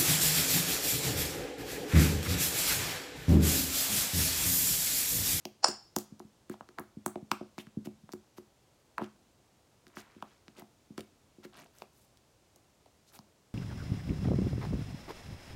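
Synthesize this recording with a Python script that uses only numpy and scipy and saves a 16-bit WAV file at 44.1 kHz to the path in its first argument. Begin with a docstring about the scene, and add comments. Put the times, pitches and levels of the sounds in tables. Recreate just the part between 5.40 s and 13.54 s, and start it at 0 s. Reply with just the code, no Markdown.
"""Sticky slime, poked and pulled by hand on a table, close to one microphone in a small, quiet bedroom.
Each time the slime lets go, its skin snaps, an air pocket pops with a falling pitch and the tug thuds
into the table top; pokes only thud. Thin threads tick as they break, peeling slime crackles finely and
one wet smack hisses. The room answers with a short tail, over faint rumble and microphone hiss."""
import sys
import numpy as np
from scipy import signal
from scipy.fft import rfft, irfft, next_fast_len
from scipy.io import wavfile

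SR = 44100
rng = np.random.default_rng(int(sys.argv[2]) if len(sys.argv) > 2 else 0)


def put_to_file(sound):
    """Save the sound as 16-bit audio at rate SR, in the file named by the first command-line argument."""
    columns = np.atleast_2d(sound).T  # one column per channel
    safe = np.clip(columns, -1, 1)
    whole_steps = np.round(safe * 32767)
    wavfile.write(sys.argv[1], SR, whole_steps.astype(np.int16))


N = 359018
T = np.arange(N) / SR
SMACK_S = 0.2456  # moment the wet smack bursts, in seconds

# The slime lets go; each layer adds its own gain to these levels:
# start_s, pop_db, pop_start_hz, pop_cycles_to_peak, tug_db, tug_start_hz, snap_db, snap_centre_hz
RELEASES = [(0.0538, -40.5, 1000, 1.5, -37, 424, -19, 3530),
            (0.2447, -17.5, 2249, 1.3, -68, 420, -27, 5100), (0.2846, -43, 700, 2.4, -33, 450, -15.5, 4800),
            (0.564, -29, 1455, 1.66, -26.5, 398, -7, 6140),
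            (0.8015, -41.5, 1038, 0.63, -42, 460, -48, 2724),
            (1.0975, -40.5, 1920, 0.78, -32, 406, -32, 6830), (1.141, -42, 1030, 0.69, -72, 423, -48, 2600),
            (1.209, -34, 1000, 0.41, -50.5, 288, -44.5, 2600),
            (1.2894, -46, 1890, .6, -50.5, 500, -41.5, 3800),
            (1.386, -30, 2800, 1.15, -41.5, 453, -30.5, 2350),
            (1.6624, -22, 1050, 0.41, -29.5, 392, -6.5, 8000),
            (1.7575, -34, 850, 1.1, -32.5, 460, -36.5, 2370),
            (1.9159, -18.5, 1620, 0.99, -31, 373, -9.5, 3050),
            (2.0103, -41.5, 847, 1.37, -34.5, 408, -53, 2290),
            (2.1817, -33, 950, 0.34, -36.5, 358, -33.5, 4380),
            (2.269, -51, 2400, 0.91, -45.5, 262, -48, 2600),
            (2.4707, -46.5, 920, 1.2, -33.5, 338, -41, 2570),
            (2.6918, -39.5, 1020, 0.28, -55, 337, -43, 3000),
            (2.7348, -39.5, 1310, 0.48, -34.5, 457, -33.5, 6360),
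            (2.9824, -45.5, 1340, 0.8, -40.5, 475, -43, 5200),
            (3.5815, -24, 1640, 0.86, -46.5, 378, -28.5, 2490),
            (3.6184, -30, 1060, 0.61, -29.5, 390, -38, 2670),
            (4.468, -50.5, 2300, 0.59, -53.5, 420, -41, 3040),
            (4.57, -35.5, 2240, 0.98, -41, 371, -43, 2480), (4.8248, -33, 1570, 1.3, -45, 341, -30.5, 3000),
            (5.0817, -37, 2440, 0.2, -50, 334, -45.5, 3200),
            (5.221, -47, 1070, 1.03, -46.5, 320, -44.5, 4080),
            (5.5792, -38, 2100, 1.07, -33, 427, -28.5, 3310),
            (6.0495, -48, 2600, 0.92, -41.5, 488, -41, 3400),
            (6.421, -33.5, 810, 0.33, -53, 502, -30.5, 2486), (7.1607, -63, 883, 2.1, -65, 403, -38, 7000),
            (7.46, -57.5, 1184, 2.2, -66.5, 405, -51.5, 3000),
            (7.7902, -47.5, 1185, 0.93, -48.5, 272, -34.5, 4060)]


def pops(gain_db=4.0, widening_hz=6530):
    """Air pockets open one by one, too small to radiate bass; the smallest widen and fall fastest."""
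    out = np.zeros(N)
    for start_s, level_db, hz, cycles, *_ in RELEASES:
        add(out, start_s, undb(level_db + gain_db) * chirp(T[:SR // 20], hz, hz / widening_hz, cycles))
    return high_pass(out, 170, order=2)


def thuds(gain_db=3.0, ring_db=-0.5, tug_lag_s=0.001658, ring_lag_cycles=1.25, build_s=.002):
    """Each tug or poke is a low falling blip, and the table top rings on after it."""
    # Modes of the table top: pitch_hz, level_db, t60_s
    table_modes = [(103, -24, .2), (140, -24, .14), (178, -20, .12), (213, -9.5, .15), (275, -17, .12),
                   (303, -21, .1), (361, -4, .115)]
    # A fingertip presses in: start_s, level_db, start_hz
    pokes = [(0.722, -41, 285), (0.848, -46.5, 277), (1.3996, -36, 416), (1.57, -36.5, 299),
             (1.8254, -39.5, 280), (2.3714, -27.5, 296), (2.459, -40.5, 390), (2.636, -47.5, 242),
             (3.611, -37.5, 390), (4.7645, -46.5, 370), (5.1856, -45, 553), (5.505, -41.5, 312),
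             (5.5939, -35, 505), (5.984, -48, 392)]
    t, out = T[:SR // 3], np.zeros(N)
    mode_hz, mode_db, t60 = np.transpose(table_modes)
    envelopes = undb(mode_db[:, None] - 60 * t / t60[:, None]) * (1 - np.exp(-t / build_s))
    modes = envelopes * np.sin(2 * np.pi * mode_hz[:, None] * t)
    tugs = [(s + tug_lag_s, tug_db, hz) for s, _, _, _, tug_db, hz, _, _ in RELEASES]
    for start_s, level_db, hz in tugs + pokes:
        add(out, start_s, undb(level_db + gain_db) * chirp(t, hz, fall=0.37, cycles=.85, tail=3.0))
        # the modes that the blip falls through take over after its first swing
        swept = 1 / (1 + (mode_hz / hz) ** 10)
        add(out, start_s + ring_lag_cycles / hz, undb(level_db + ring_db) * swept @ modes)
    return high_pass(out, 75, order=4)


def snaps(gain_db=-4.5, lead_s=0.00025, strain_s=.0015, snap_s=0.00041, crack_s=0.00043, fray_s=0.0024):
    """Skin or a thread strains, snaps within a millisecond with a bright crack, and frays briefly."""
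    # A lone thread of slime breaks: start_s, level_db, centre_hz
    threads = [(0.586, -17, 7000), (0.7955, -35, 5600), (1.396, -26.5, 9130), (1.68, -29.5, 5930),
               (2.1868, -27, 2700), (2.2004, -41.5, 3300), (2.4528, -45, 4200), (2.72, -31, 4390),
               (2.726, -31, 5300), (3.6432, -33.5, 2930), (4.4807, -42, 5000), (4.603, -33.5, 9000),
               (5.1959, -33, 8050), (5.607, -30.5, 3600), (6.3855, -37.5, 7300), (6.7728, -42, 3760)]
    skins = [(s - lead_s, snap_db, hz) for s, *_, snap_db, hz in RELEASES]
    t, out = T[:SR // 40] - T[SR // 200], np.zeros(N)
    strain = undb(-20) * np.exp(-abs(t) / strain_s)
    fray = undb(-14) * np.exp(-abs(t) / fray_s)
    snap_envelope = np.where(t < 0, strain, fray + np.exp(-abs(t) / snap_s))
    crack_envelope = np.where(t < 0, strain, fray + np.exp(-abs(t) / crack_s))
    for start_s, level_db, hz in skins + threads:
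        body_noise, crack_noise = rng.standard_normal((2, len(t)))
        body = unit(resonate(body_noise * snap_envelope, hz, 0.55 * hz))
        crack = unit(high_pass(crack_noise * crack_envelope, 11500, order=2))
        # higher and harder snaps carry more crack
        crack_db = -11.5 + 10.5 * np.log2(hz / 4000) + 0.2 * (level_db + 30)
        tick = body + undb(crack_db) * crack
        add(out, start_s + t[0], undb(level_db + gain_db) * tick / np.abs(tick).max())
    return out


def peels(scatter_db=2.0, count=340):
    """Swarms of tiny bubbles open, each bubble with its own pitch, a few louder than the rest."""
    # Slime peels off skin or table: middle_s, half_length_s, level_db, centre_hz, spread_octaves
    swarms = [(0.604, 0.025, -53, 9200, 0.63), (1.12, 0.024, -56.5, 1980, 1.57),
              (1.394, 0.012, -42, 1100, 0.31), (2.201, .014, -51, 3620, 0.22),
              (2.202, 0.021, -57.5, 7000, 1.1), (2.457, 0.0082, -50.5, 4560, 1.9),
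              (2.979, .0092, -55.5, 3890, 1.58), (3.595, 0.013, -39, 810, 0.54),
              (3.634, 0.033, -56, 2540, 0.83), (4.587, 0.033, -51, 2410, 1.4),
              (4.671, 0.14, -64.5, 1944, 0.69), (4.904, 0.083, -67.5, 2050, 1.02),
              (5.189, 0.025, -53.5, 1470, 1.5), (5.59, 0.011, -50, 1840, 1.52),
              (6.047, 0.014, -52, 1650, 1.6), (6.189, .065, -54, 1270, 1.62),
              (6.393, 0.056, -64, 3580, 2.03), (6.601, .075, -70, 11700, .65),
              (7.69, 0.021, -64, 7200, .56), (7.754, 0.023, -54.5, 4980, 2.2)]
    gurgle = (SMACK_S + 0.013, .013, -35.5, 950, .25)  # bubbles opening behind the smack
    t, out = T[:SR // 80], np.zeros(N)
    for middle_s, half_s, level_db, centre_hz, octaves in [gurgle] + swarms:
        when, pitch = np.clip(rng.standard_normal((2, count)), -3, 3)
        hz = np.clip(centre_hz * 2 ** (octaves * pitch), 200, 16000)
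        accent = undb(scatter_db * np.minimum(rng.exponential(size=count), 4))
        # high bubbles are shorter, so they need more height for the same energy
        height = np.sqrt(hz) * accent * rng.choice([-1, 1], count)
        bubbles = height[:, None] * chirp(t, hz[:, None], fall=0.14, cycles=1.1)
        starts = when * half_s / 2
        places = ((starts - starts.min()) * SR).astype(int)[:, None] + np.arange(len(t))
        swarm = np.bincount(places.ravel(), bubbles.ravel())
        swarm *= np.sqrt(half_s * SR) / np.linalg.norm(swarm)
        add(out, middle_s + starts.min(), undb(level_db) * swarm)
    return high_pass(out, 86, order=2)


def smack(shut_hz=6800, open_hz=10300, open_lead_s=0.0042):
    """Air is drawn into a wet gap, muffled while it is nearly shut and hardest as it bursts open."""
    # Resonances of the gap: centre_hz, width_hz, level_db
    gap_modes = [(4580, 540, -4), (5230, 900, -2), (5375, 550, -8), (6990, 180, -1), (7780, 800, -10),
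                 (9115, 1300, -16), (820, 600, -5), (1596, 400, -14), (2740, 500, -13.5)]
    t, out = T[:SR // 6] - T[SR // 30], np.zeros(N)
    air = rng.standard_normal((len(gap_modes), SR // 4))
    hiss = sum(undb(level_db) * resonate(resonate(noise, hz, width), hz, width)
               for (hz, width, level_db), noise in zip(gap_modes, air))
    shut, wide = (unit(signal.sosfilt(signal.butter(8, hz, fs=SR, output="sos"), hiss)[-len(t):])
                  for hz in (shut_hz, open_hz))
    add(out, SMACK_S + t[0], np.where(t < -open_lead_s, shut, wide) * undb(smack_db(t)))
    return out


def smack_db(t, rise_db_per_s=2600, fade_db_per_s=330, burst_db_per_s=8994.5):
    """Air level t seconds from the burst: a rush rises, holds and fades, with the short burst on top."""
    rush = -35 - rise_db_per_s * np.maximum(-t - .011, 0) - fade_db_per_s * np.maximum(t - .036, 0)
    burst = -16.5 - burst_db_per_s * np.maximum(abs(t) - 0.0019, 0)
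    return np.maximum(rush, burst)


def bedroom(x, wet_db, gap_s=0.0067, build_s=0.0045):
    """The microphone hears the direct sound, echoes off the table and nearby things, then a short tail."""
    # Nearby surfaces: delay_s, level_db
    echoes = [(.0014, -26.5), (.0031, -17.5), (.0062, -19)]
    # Bands of the diffuse tail: centre_hz, level_db, t60_s
    tail_bands = [(150, -14.5, 1), (440, -6, 0.14), (1092.4, -13, 0.33), (2500, -11.5, 0.317),
                  (5000, -15.5, 0.474), (9043, -10.5, 0.21), (14930, -9.5, 0.15)]
    t = T[:SR // 2]
    noise, response = rng.standard_normal(len(t)), np.zeros(len(t))
    log_centres = np.log([row[0] for row in tail_bands])
    for (_, level_db, t60), share in zip(tail_bands, np.eye(len(tail_bands))):
        envelope = undb(-60 * t / t60) * np.clip((t - gap_s) / build_s, 0, 1)
        band = colour(noise, lambda f: np.interp(np.log(f), log_centres, share))
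        response += undb(level_db + wet_db) * band * envelope / np.linalg.norm(envelope)
    response[0] += 1  # direct sound
    # small surfaces only reflect the short waves
    reflection = high_pass(signal.unit_impulse(len(t)), 570, order=1)
    for delay_s, level_db in echoes:
        response += undb(level_db) * np.roll(reflection, int(delay_s * SR))
    return signal.fftconvolve(x, response)[:N]


def background(level_db=-67):
    """Faint room rumble and microphone hiss."""
    # Spectrum of the steady noise: frequency_hz, relative_db
    spectrum = [(15, -52), (25, -20), (38, -9.5), (59, -4.5), (123, -3.5), (190, -9.5), (217, -9),
                (335, -8.5), (451, -11), (607, -12), (659, -12.5), (1840, -23), (2000, -22.5), (6920, -24),
                (16000, -36.5)]
    hz, db = np.transpose(spectrum)
    noise = colour(rng.standard_normal(N), lambda f: undb(np.interp(np.log(f), np.log(hz), db)))
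    return undb(level_db) * unit(noise)


def chirp(t, hz, fall, cycles, tail=1.34):
    """A cavity rings for a few cycles while it widens, so that its pitch falls."""
    turns = np.log1p(fall * hz * t) / fall
    swell = turns / cycles
    return swell * np.exp((1 - swell ** tail) / tail) * np.sin(2 * np.pi * turns)


def resonate(x, hz, width_hz):
    """A two-pole resonance with gain 1 at its centre."""
    hz, width_hz = min(hz, .45 * SR), min(width_hz, .4 * SR)
    return signal.lfilter(*signal.iirpeak(hz, hz / width_hz, SR), x)


def high_pass(x, hz, order):
    """Roll off what lies below hz."""
    return signal.sosfilt(signal.butter(order, hz, "high", fs=SR, output="sos"), x)


def colour(x, gain):
    """Filter by a gain that is a function of frequency."""
    size = next_fast_len(len(x))
    hz = np.maximum(np.fft.rfftfreq(size, 1 / SR), 1)
    return irfft(rfft(x, size) * gain(hz), size)[:len(x)]


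def undb(db):
    """Decibels to gain."""
    return 10 ** (np.asarray(db) / 20)


def unit(x):
    """Scale to rms 1."""
    return x / np.sqrt(np.mean(x ** 2) + 1e-24)


def add(track, start_s, x):
    """Mix x into the track from start_s on."""
    i = int(np.clip(round(start_s * SR), 0, N - 1))
    track[i:i + len(x)] += x[:N - i]


def scene():
    """The slime in the bedroom, in mono, over the background; the smack stirs the room most."""
    slime = bedroom(pops() + thuds() + snaps() + peels(), wet_db=-1.0)
    return (slime + bedroom(smack(), wet_db=1.2) + background())[None]


def record(dry, bass_hz=35, top_hz=16200):
    """The microphone thins the deep bass and the recorder cuts the top."""
    thin = high_pass(dry, bass_hz, order=2)
    return signal.sosfilt(signal.ellip(10, .2, 80, top_hz, fs=SR, output="sos"), thin)


dry = scene()
out = record(dry)
put_to_file(out)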